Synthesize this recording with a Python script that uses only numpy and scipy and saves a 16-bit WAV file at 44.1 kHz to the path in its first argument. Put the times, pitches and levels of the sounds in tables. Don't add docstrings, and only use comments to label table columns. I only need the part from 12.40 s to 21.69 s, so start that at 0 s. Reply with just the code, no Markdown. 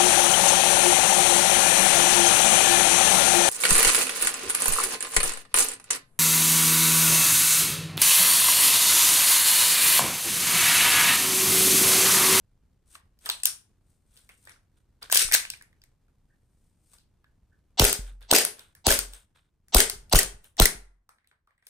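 import sys
import numpy as np
from scipy import signal
from scipy.fft import rfft, irfft, next_fast_len
from scipy.io import wavfile
from scipy.ndimage import uniform_filter1d, map_coordinates

SR = 44100
rng = np.random.default_rng(int(sys.argv[2]) if len(sys.argv) > 2 else 0)


def dump(signal):
    limited = np.clip(np.atleast_2d(signal).T, -1, 1)
    pcm = np.round(limited * 32767).astype(np.int16)
    wavfile.write(sys.argv[1], SR, pcm)


def magnitude_from_level(level_db):
    exponent = np.asarray(level_db, float) / 20
    return 10 ** exponent


N = 409688
T = np.arange(N) / SR


def unit(x):
    return x / np.sqrt(np.mean(x ** 2) + 1e-20)


def along(points, hz):
    f, v = np.transpose(points)
    return np.interp(np.log(hz + 1), np.log(f + 1), v)


def filtered(x, response):
    m = next_fast_len(x.shape[-1] + 2048)
    spectrum = rfft(x, m) * response(np.fft.rfftfreq(m, 1 / SR))
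    return irfft(spectrum, m)[..., :x.shape[-1]]


def modes(table):
    def response(f):
        return sum((-1) ** k * magnitude_from_level(db) * 1j * f * width / (hz * hz - f * f + 1j * f * width)
                   for k, (hz, width, db) in enumerate(table))
    return response


def rush(response, alike, grain_db):
    def mid_side(hz):
        turn = np.arccos(np.clip(along(alike, hz), -1, 1)) / 2
        return response(hz) * [np.cos(turn), np.sin(turn)]

    mid, side = filtered(rng.standard_normal((2, N)), mid_side)
    flutter = map_coordinates(rng.standard_normal(N // 160 + 4), [np.arange(N) / 160])
    return unit(magnitude_from_level(grain_db * flutter) * np.array([mid + side, mid - side]))


def patchy(x, db):
    z = signal.stft(x, nperseg=256)[2]
    field = rng.standard_normal(z.shape[1:])
    for axis in (0, 1):
        field = uniform_filter1d(field, size=4, axis=axis)
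    return unit(signal.istft(z * magnitude_from_level(db * unit(field)), nperseg=256)[1][:, :N])


def spans(rows):
    gains = np.zeros((2, N))
    for times, levels_db, low_db in rows:
        on = slice(round(times[0] * SR), round(times[-1] * SR))
        fade = np.clip(np.minimum(T[on] - times[0], times[-1] - T[on]) / 0.0058, 0, 1)
        gains[:, on] += fade * magnitude_from_level(np.interp(T[on], times, levels_db) + [[0], [low_db]])
    return gains


# (frequency [Hz], t60 [s])
ROOM_T60 = [(200, .36), (500, .3), (1400, .27), (4000, .25), (10000, .23), (12500, .21), (15500, .2)]
# (frequency [Hz], level [dB])
WALL_COLOUR = [(200, -6), (1000, -1), (4000, -0.5), (8300, 1), (15000, -5.5)]


def walls():
    buildup_s = .008
    hz, t, z = signal.stft(rng.standard_normal((2, SR // 3)), SR, nperseg=256)
    colour_db = along(WALL_COLOUR, hz) + 0.77 * rng.standard_normal(len(hz))
    decay_db = 60 * t / along(ROOM_T60, hz)[:, None]
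    z = z * magnitude_from_level(colour_db[:, None] - decay_db) * (1 - np.exp(-(t / buildup_s) ** 2))
    z[1] += np.clip(1 - hz / 1000, 0, 1)[:, None] * (z[0] - z[1])
    tail = signal.istft(z, SR, nperseg=256)[1]
    return tail / np.linalg.norm(tail[0])


def room(x, tail=None):
    return signal.oaconvolve(x[None], walls() if tail is None else tail, axes=1)


# (frequency [Hz], t60 [s])
LATE_T60 = [(200, 0.31), (1000, 0.5), (4000, 0.33), (9000, 0.32), (15000, 0.24)]


def late(x):
    hz, t, z = signal.stft(rng.standard_normal((2, SR // 2)), SR, nperseg=256)
    decay = magnitude_from_level(-60 * t / along(LATE_T60, hz)[:, None])
    z = z * decay * (1 - np.exp(-t / 0.016)) * (hz[:, None] > 150)
    tail = signal.istft(z, SR, nperseg=256)[1]
    return signal.fftconvolve(x.mean(0)[None], tail / np.linalg.norm(tail[0]), axes=1)[:, :N]


# (frequency [Hz], density [dB per Hz])
HUM_SPECTRUM = [(12, -36.5), (20, -2), (86, -5), (607, -30), (802, -31.5), (1660, -37.5), (2670, -41.5),
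                (14300, -47), (16000, -57.5)]
# (time [s], level [dB])
HUM_LEVEL = [(0, -76), (2.6, -76), (3.1, -72), (3.5, -76.5), (5.303, -76.5), (6.1, -76.5), (7.2, -82),
             (7.6, -68), (8.299, -81.5), (8.6, -88.5), (9.29, -92.5)]
# (frequency [Hz], left-right likeness [-1 to 1])
HUM_COHERENCE = [(60, 1), (380, 0.62), (2380, 0.81), (15000, -0.04)]


def room_tone():
    s, db = np.transpose(HUM_LEVEL)
    return magnitude_from_level(np.interp(T, s, db) + 10.5) * rush(lambda f: magnitude_from_level(along(HUM_SPECTRUM, f)), HUM_COHERENCE, -2.0)


# (loudest [s], rustle [dB], swells [s], fades [s], low part [dB])
RUBS = [(0.547, -51.5, 0.092, 0.068, -11), (0.871, -43.5, 0.067, 0.043, -3.5),
        (.915, -45, .012, 0.16, -9.5), (1.504, -72.5, 0.11, 0.27, -19.5), (1.775, -60.5, 0.12, 0.18, -4),
        (1.92, -71, .04, 0.16, -14), (2.04, -66, 0.27, 0.14, -35), (2.105, -65.5, 0.08, 0.1, 10.5),
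        (2.374, -74, 0.038, 0.091, 2), (2.624, -54.5, 0.013, 0.11, 12), (4.26, -77.5, 0.6, 0.23, -25),
        (4.47, -72, 0.19, 0.19, -22), (4.542, -59, 0.069, 0.1, -7), (5.68, -59, 0.069, 0.083, 8),
        (5.818, -66.5, .012, .09, 14.5), (6.2, -59.5, 0.064, 0.14, 7.5), (6.746, -49, 0.043, 0.11, -1.5),
        (6.958, -72, 0.017, 0.15, 10.5), (8.051, -59, 0.037, 0.087, -1.5),
        (9.274, -67.5, 0.057, 0.033, -5.5)]
# (frequency [Hz], density [dB per Hz])
CLOTH_SPECTRUM = [(900, -26), (2000, -16), (4500, -11.5), (7600, -8), (8300, 0), (10500, -8.5),
                  (14800, -15.5), (16000, -27.5)]
# (frequency [Hz], width [Hz], level [dB])
PALM_MODES = [(450, 400, -8), (1000, 430, -4), (1500, 320, 1.5), (2400, 660, -5.5), (3600, 590, -2.5)]
# (frequency [Hz], left-right likeness [-1 to 1])
NEAR_COHERENCE = [(200, 0.78), (640, 0.94), (1400, 0.11), (3000, 0.6), (12000, 1)]


def rustle():
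    depth_db = 26
    bright, low = spans(([s - swells_s, s, s + fades_s], [db - depth_db, db, db - depth_db], low_db)
                        for s, db, swells_s, fades_s, low_db in RUBS)
    soft = bright * rush(lambda f: magnitude_from_level(along(CLOTH_SPECTRUM, f)), NEAR_COHERENCE, grain_db=2.5)
    return magnitude_from_level(-1.5) * soft + magnitude_from_level(-3) * low * rush(modes(PALM_MODES), NEAR_COHERENCE, grain_db=3)


# (time [s], level [dB], pitch [Hz], half length [ms])
SLIPS = [
    (3.908, -70, 1700, 8),
    (3.924, -70, 1680, 5),
    (5.128, -68, 1620, 9),
    (4.85, -66, 1600, 8),
]


def squeaks():
    out, t = np.zeros(N), np.arange(-SR // 20, SR // 20) / SR
    for s, db, hz, ms in SLIPS:
        bell = np.exp(-(t / (ms / 1000)) ** 2)
        note = np.sin(2 * np.pi * hz * t + 2 * np.sin(500 * t))
        out[round((s + t[0]) * SR):][:len(t)] += magnitude_from_level(db) * bell * note
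    return out + magnitude_from_level(-2.0) * room(out)[:, :N]


# (time [s], signed peak [1], swing [Hz])
AIR_SURGES = [(2.87, .012, 14), (5.411, .24, 90), (5.431, -.17, 60), (5.443, .12, 30), (6.481, .17, 66),
              (6.516, -.07, 32), (7.3695, .36, 38), (7.745, -.1, 80), (7.76, .36, 30), (7.7592, -.2, 110),
              (8.21, -.12, 70), (8.226, .4, 31), (8.2245, -.22, 110)]
# (time [s], peak [dB], t60 [s], stilled at [s])
STAND_SHIVERS = [(2.85, -40, .4, 3.3), (5.46, -33, .3, 5.6), (5.593, -31, .9, 5.93), (6.54, -33, .2, 6.62),
                 (6.585, -38, 1.4, 6.82), (7.39, -40, .7, 7.6), (7.56, -44, .6, 7.75),
                 (7.79, -37, .4, 7.88), (7.85, -39, 1.4, 7.99), (7.945, -46, .3, 8.05),
                 (8.25, -36, .25, 8.37), (8.352, -42, .7, 8.68)]


def pushes():
    bell_cycles, stand_hz, jolt_s = 0.3, 43.7, 0.0011
    out, t, life = np.zeros(N + SR), np.arange(-SR // 10, SR // 10) / SR, np.arange(SR // 2) / SR
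    for s, peak, hz in AIR_SURGES:
        bell = np.exp(-.5 * (hz * t / bell_cycles) ** 2)
        out[round((s + t[0]) * SR):][:len(t)] += peak * np.cos(2 * np.pi * hz * t) * bell
    for s, db, t60, end in STAND_SHIVERS:
        out[round((s + t[0]) * SR):][:len(t)] -= magnitude_from_level(db) * np.exp(-.5 * (t / jolt_s) ** 2)
        ring = magnitude_from_level(db - 60 * life / t60) * np.sin(2 * np.pi * stand_hz * life)
        out[round(s * SR):][:len(life)] += ring * np.clip((end - s - life) / .09, 0, 1)
    b, a = signal.butter(2, 3, "high", fs=SR)
    out = signal.lfilter(b, a, out[:N])
    return np.array([np.roll(out, 12), out])


# (end [s], level [dB], length [ms])
SHOT_SWELLS = [
    (5.401, -12, 27.7),
    (5.905, -35.5, 26),
    (5.915, -15, 15),
    (6.47, -20, 27.2),
    (7.35, -15.5, 27),
    (7.736, -13.5, 23),
    (8.201, -13, 22.4),
]


def swells():
    rise = np.zeros(N)
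    for s, db, ms in SHOT_SWELLS:
        on = slice(round((s - ms / 1000) * SR), round(s * SR))
        rise[on] = magnitude_from_level(db - 32 * (s - T[on]) / (ms / 1000))
    bands_db = np.minimum(9 * rng.standard_normal(40), 2)

    def response(f):
        edges = np.clip((f - 100) / 200, 0, 1) * np.clip((8800 - f) / 400, 0, 1)
        return edges * (1 + 600 / (f + 100)) * magnitude_from_level(bands_db[np.minimum(f // 330, 39).astype(int)])

    return rise * rush(response, NEAR_COHERENCE, grain_db=.7)


# (loudest [s], hiss [dB], lasts [s], fades by [dB], low part [dB])
GAS_STROKES = [(2.722, -19.5, 0.11, -2, -25.5), (2.931, -14, 0.019, 0, -25.5),
               (5.408, -18.5, .095, 0.5, -4), (5.928, -20.5, 0.027, -4.5, -4.5),
               (5.95, -13, 0.021, 0, -1.5), (5.982, -18, 0.05, 9.5, -2), (6.478, -19.5, 0.017, -9.5, 0.5),
               (6.501, -14.5, 0.061, 9.5, -3.5), (7.366, -17, .014, 1, -7),
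               (7.382, -13.5, 0.053, 11.5, -4.5), (7.748, -15, 0.025, 0.5, -5),
               (7.778, -19, 0.043, 11.5, -3.5), (8.21, -16.5, 0.038, 0, -9), (8.251, -22.5, 0.023, 8, -15)]
# (frequency [Hz], density [dB per Hz])
JET_SPECTRUM = [(880, -34), (1500, -10), (5070, -10.5), (7690, -12), (8490, -9.5), (11200, -12.5),
                (12400, -13.5), (14900, -14.5), (16000, -29)]
# (frequency [Hz], width [Hz], level [dB])
GRIP_MODES = [(240, 57, -2.5), (427, 110, 6.5), (720, 460, -2.5)]
# (frequency [Hz], width [Hz], level [dB])
SLIDE_MODES = [(1500, 90, 0.5), (2070, 2000, -11.5), (2480, 330, -0.5), (3600, 1500, -4.5)]


def strokes():
    rise_s, rise_db = 0.0064, 22.5
    bright, low = spans(([s - rise_s, s, s + lasts], [db - rise_db, db, db - fades_db], low_db)
                        for s, db, lasts, fades_db, low_db in GAS_STROKES)
    jet = rush(lambda f: magnitude_from_level(along(JET_SPECTRUM, f)), NEAR_COHERENCE, grain_db=3)
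    hiss = magnitude_from_level(-6) * bright * patchy(jet, 4)
    shaken = rush(modes(GRIP_MODES + SLIDE_MODES[:2]), NEAR_COHERENCE, grain_db=5.5)
    dry = hiss + magnitude_from_level(-9.0) * low * shaken
    return dry + magnitude_from_level(-1.5) * room(dry.mean(0))[:, :N]


# (time [s], level [dB], [(frequency [Hz], width [Hz], level [dB])])
MAGAZINE_NOTES = [
    (0.898, -19.5, [(942, 96, -9.5), (2470, 50, -9), (3620, 44, -2.5), (4180, 39, 5), (6020, 80, -7.5), (7960, 41, -1.5), (8460, 120, -6), (9640, 27, -6.5)]),
    (1.055, -15.5, [(1470, 160, -9.5), (2450, 23, -9), (3830, 30, -9), (4500, 52, -8.5), (5540, 53, 2), (8340, 74, -3.5), (8900, 150, 0), (12100, 67, -1), (13900, 43, -15.5), (15000, 64, -10), (15200, 69, -14)]),
]


def magazine():
    damping = 4
    out = np.zeros((2, N + SR))
    for s, db, notes in MAGAZINE_NOTES:
        impulse = 1. * (np.arange(SR // 20) == 0)
        ring = filtered(impulse, modes([(hz, damping * width, g) for hz, width, g in notes]))
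        wet = room(magnitude_from_level(db) * 4 * ring / np.linalg.norm(ring))
        out[:, round(s * SR):round(s * SR) + wet.shape[1]] += wet
    return out[:, :N]


# (hammer [s], hammer [dB], hammer pitch [Hz], falling note [dB], pop [dB])
VALVE_SHOTS = [
    (5.396, -3, 3070, -16.5, -18),
    (5.418, -12, 3000, -13, -41),
    (5.9128, -2.5, 4124, -36.5, -10.5),
    (6.4669, -4, 4295, -17, -14.5),
    (7.346, -3.5, 4500, -14, -13),
    (7.7305, -11.5, 4780, -13, -13),
    (8.199, -6.5, 3830, -10.5, -14),
]
CHAMBER_OPENS = [5.3982, 5.419, 5.9135, 6.4678, 7.3473, 7.7336, 8.199]
NOZZLE_POPS = [5.4113, 5.4319, 5.9262, 6.4807, 7.3597, 7.7468, 8.2121]
# (time [s], level [dB])
SLIDE_STOPS = [
    (5.452, -21),
    (5.969, -25),
    (6.523, -14),
    (7.4015, -16),
    (7.789, -17),
    (8.2555, -24),
    (8.26, -21),
]


def chamber():
    def note(hz):
        return np.sin(2 * np.pi * np.cumsum(hz) / SR)

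    out, t = np.zeros(N), np.arange(SR // 20) / SR
    fall = note(110 + 2800 * np.exp(-t / .0017))
    fall = fall * (t / .0033) ** 2.2 * np.exp(2.2 - 2.2 * t / .0033)
    pop = -note(1500 - 1150 * np.exp(-t / .003))
    pop = pop * (np.exp(-(t / .002) ** 2) + .3 * np.exp(-(t / .016) ** 2))
    for fall_s, pop_s, (*_, fall_db, pop_db) in zip(CHAMBER_OPENS, NOZZLE_POPS, VALVE_SHOTS):
        out[round(fall_s * SR):][:len(t)] += magnitude_from_level(fall_db) * fall
        out[round(pop_s * SR):][:len(t)] += magnitude_from_level(pop_db) * pop
    stop = note(1730 + 543 * np.exp(-t / .004)) * np.exp(-t / 0.002) * (1 - np.exp(-t / 0.00083))
    for s, db in SLIDE_STOPS:
        out[round(s * SR):][:len(t)] += magnitude_from_level(db) * stop
    hollow = filtered(out, modes([(400, 58, 1), (1480, 54, -8.5)]))
    return np.array([np.roll(out, 6), out]) + room(magnitude_from_level(-10.5) * out + magnitude_from_level(-5.0) * hollow)[:, :N]


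# (time [s], peak [dB], pitch [Hz])
SLIDE_BLOWBACK = [(5.442, -6, 5030), (5.45, -6, 2522), (5.9346, -6.5, 1450), (5.953, -11.5, 3670),
                  (5.962, -8, 5200), (5.985, -9, 1980), (6.488, -18, 3800), (6.505, -8, 1730),
                  (6.515, -7, 4750), (6.5232, -13, 1445), (7.3671, -8.5, 5200), (7.382, -13.5, 4970),
                  (7.4029, -4, 1960), (7.7261, -10, 1231), (7.756, -7.5, 3813), (7.789, -4.5, 1920),
                  (7.793, -11.5, 5530), (7.831, -16.5, 8500), (8.2212, -7, 1470), (8.2553, -3, 2000),
                  (8.259, -15.5, 1914)]
# (time [s], peak [dB])
SLIDE_RETURNS = [
    (5.5283, -8.5),
    (6.05, -10),
    (6.5897, -12.5),
    (7.498, -14.5),
]
# (time [s], steel [dB], plastic over steel [dB], plastic pitch [Hz])
RACKING_HITS = [(0.8901, -20.5, 3, 4640), (.891, -48, 17, 960), (0.898, -43.5, 12, 1297),
                (.912, -30.5, -3.5, 3500), (.918, -32.5, -6, 4133), (1, -48.5, 9, 3480),
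                (1.0339, -26, 11.5, 8900), (1.036, -30, -12.5, 4500), (1.0552, -8.5, -11.5, 3850),
                (1.0559, -32, 15, 6490), (1.0546, -32, 15.5, 10180), (1.063, -25.5, -11.5, 5000),
                (1.069, -18, -14.5, 5480), (1.0722, -22, -13, 5490), (1.0551, -23, 14.5, 13060),
                (1.054, -50, 8, 1000), (2.6264, -37.5, -6.5, 2500), (2.699, -34, 6.5, 1722),
                (2.7061, -37.5, -6, 8000), (2.711, -29, -3, 6517), (2.716, -21, 3, 6410),
                (2.7252, -5.5, -13.5, 1000), (2.7437, -15, -11, 4195), (2.747, -7.5, -18.5, 5200),
                (2.7684, -10, -5, 3275), (2.7562, -10.5, -5.5, 1700), (2.7728, -2.5, -8, 4952),
                (2.914, -25.5, 5.5, 2207), (2.9222, -12, -7, 2086), (2.934, -21.5, -1.5, 4882),
                (2.939, -6, -1.5, 6310), (2.943, -7, -7, 2613), (2.9483, -4.5, -7, 1898),
                (3.051, -36.5, 12, 2600), (3.1014, -23.5, -1, 5230), (3.1362, -45, 12, 2400),
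                (3.1724, -47.5, -9, 1570), (3.211, -54, 13.5, 1850), (3.2231, -40, -13, 1940),
                (3.3283, -69.5, 16, 1880), (3.4171, -61, 14, 4800), (3.438, -48, -2, 2018)]
# (time [s], steel [dB], plastic over steel [dB], plastic pitch [Hz])
HANDLING_TAPS = [(0.5563, -60, 14, 1840), (0.7896, -56, -19.5, 5840), (0.859, -27.5, 0, 3300),
                 (.8613, -36.5, 4, 1760), (0.864, -31, -5, 1190), (0.868, -42, 6.5, 1297),
                 (1.7665, -52, 3, 3500), (1.773, -50.5, 4, 4500), (1.896, -55, 11, 2640),
                 (2.052, -48, -10, 5000), (2.119, -54, 8, 5500), (1.891, -46, 1.5, 2130),
                 (1.899, -61, 9, 1330), (2.0722, -54, 14.5, 1800), (2.094, -42, -2, 2070),
                 (2.109, -62, 6.5, 1450), (2.161, -70, 13, 1480), (3.682, -75, 11, 1420),
                 (4.534, -50, -5, 1180), (4.584, -57, 7.5, 4520), (8.6914, -49, 4, 1320),
                 (8.7844, -78.5, 21, 1904), (8.844, -78.5, 19, 1924), (8.873, -55, -3, 3780),
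                 (8.9136, -72.5, 23, 1570), (9.073, -70, 15.5, 1227), (9.107, -77, 18.5, 1830),
                 (9.179, -71.5, 9, 1990), (9.225, -74.5, 17.5, 1950), (9.269, -64, 18, 12800),
                 (9.268, -40, -13, 2100)]
# (time [s], steel [dB], plastic over steel [dB], plastic pitch [Hz])
TRIGGER_CLICKS = [(5.8083, -54.5, -1.5, 1500), (5.826, -52, 5, 4030), (6.1931, -38, 1, 3770),
                  (6.3509, -44.5, -6.5, 1706), (6.735, -34.5, -5, 3600), (7.283, -48, -8, 1625),
                  (7.6967, -41, -6.5, 4240), (8.043, -45, -3, 3090), (8.1686, -40, -8.5, 1830)]
# (time [s], steel [dB], plastic over steel [dB], plastic pitch [Hz])
CLOSE_SNAPS = [(0.5525, -56, 13, 4400), (.5525, -56, 15, 2900), (0.5528, -56, 19, 1100),
               (0.8988, -19, 7, 3700), (2.6275, -38, 8, 4600), (2.6245, -50, 14, 1300),
               (2.887, -50, 16, 1400), (4.8426, -70, 18, 1600), (4.843, -76, 14, 3500)]


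def contacts():
    # (plastic over steel [dB], grip knock over plastic [dB], room [dB])
    hammer, slide_back, slide_home = (-6, -11.5, -6), (-7, -18, -10), (-16.5, -12.5, -7.5)
    return_hz = 1420
    hits = [(s, db, hz, *hammer) for s, db, hz, *_ in VALVE_SHOTS]
    hits += [(*row, *slide_back) for row in SLIDE_BLOWBACK]
    hits += [(*row, return_hz, *slide_home) for row in SLIDE_RETURNS]
    for table, knock_db, room_db in ((RACKING_HITS, -35, -8.5), (HANDLING_TAPS, -20, -4),
                                     (TRIGGER_CLICKS, -20, -4), (CLOSE_SNAPS, -35, -11)):
        hits += [(s, db, hz, plastic_db, knock_db, room_db) for s, db, plastic_db, hz in table]
    return [(s, db, plastic_db + knock_db, plastic_db, hz, room_db)
            for s, db, hz, plastic_db, knock_db, room_db in hits]


# (frequency [Hz], width [Hz], level [dB])
STEEL_MODES = [(5200, 10000, 5), (7260, 5100, 3), (8170, 440, 5), (10270, 600, 7), (12200, 630, 1),
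               (16200, 2900, -2.5)]
BLOW_RISE = [0.0027, 0.0017, 0.0014]


def clacks():
    scatter_db, edge = 2.5, 2.5
    out, t = np.zeros((2, N + SR)), np.arange(SR // 40) / SR
    impulse = 1. * (t == 0)
    u = t / np.reshape(BLOW_RISE, (-1, 1, 1))
    port_share = np.array([[.9], [.7], [.55]])
    grip = modes(GRIP_MODES)
    tails = [walls() for _ in range(23)]
    for n, (s, db, knock_db, plastic_db, hz, room_db) in enumerate(contacts()):
        def slide(width):
            ring = modes([(hz, width * hz, 0)] + [(c, w, g - 12) for c, w, g in SLIDE_MODES])
            return lambda f: ring(f) / (1 + 1j * f / (1.7 * hz)) ** 2

        scatter = scatter_db * rng.standard_normal(len(STEEL_MODES))
        bits = modes([(c, w, g + r) for (c, w, g), r in zip(STEEL_MODES, scatter)])

        def steel(f):
            return bits(f) * (1j * f / (1j * f + 3500)) ** 2

        burst = rng.standard_normal((3, 2, len(t)))
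        burst[:, 1] += port_share * (burst[:, 0] - burst[:, 1])
        burst *= (u * np.exp(1 - u)) ** 2
        burst[1:, :, round(.001 * SR)] += edge
        parts = np.array([filtered(b, body) for b, body in zip(burst, (grip, slide(0.1), steel))])
        gains = magnitude_from_level([db + knock_db, db + plastic_db, db + 3.5])[:, None, None]
        parts *= gains / np.abs(parts).max(2, keepdims=True)

        even = np.array([filtered(impulse, body) for body in (grip, slide(0.34), steel)])
        strength = np.linalg.norm(parts[:, 0], axis=1, keepdims=True)
        even *= strength / np.linalg.norm(even, axis=1, keepdims=True)
        wet = magnitude_from_level(room_db) * room(even.sum(0), tails[n % len(tails)])
        at = round((s - .0008) * SR)
        out[0, at + 6:][:len(t)] += parts[:, 0].sum(0)
        out[1, at:][:len(t)] += parts[:, 1].sum(0)
        out[:, at:at + wet.shape[1]] += wet
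    return out[:, :N]


def scene():
    pistol = clacks() + magazine() + squeaks() + chamber() + swells() + strokes() + rustle()
    return pistol + magnitude_from_level(-22) * late(pistol) + pushes() + room_tone()


def band_limit(x):
    return signal.sosfilt(signal.butter(12, 16650, fs=SR, output="sos"), x)


# (frequency [Hz], level [dB])
PORT_BALANCE = [(500, 0), (2000, -1), (5000, -0.5), (8500, 8), (12000, 0)]
# (frequency [Hz], width [Hz], depth [0-1])
TOP_GAPS = [(11300, 520, .95), (13480, 520, .97), (16500, 2400, .95)]


def record(dry):
    def gaps(f):
        return np.prod([1 - np.clip(depth, 0, 1) * np.exp(-((f - hz) / (width / 2)) ** 4)
                        for hz, width, depth in TOP_GAPS], axis=0)

    x = filtered(dry, lambda f: magnitude_from_level(along(PORT_BALANCE, f) * [[.5], [-.5]]))
    x = x / (1 + np.abs(x / .9) ** 6) ** (1 / 6)
    gapped = filtered(x, gaps)
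    power = np.diff(x.mean(0), prepend=0) ** 2
    attack = uniform_filter1d(power, size=130) / (np.abs(uniform_filter1d(power, size=2000)) + 1e-12)
    x = gapped + np.clip((attack - 2.2) / 4.1, 0, 1) * (x - gapped)
    x = filtered(x, lambda f: np.clip((16300 - f) / 400, 0, 1) ** 2)
    return band_limit(x)


dry = scene()
out = record(dry)
dump(out)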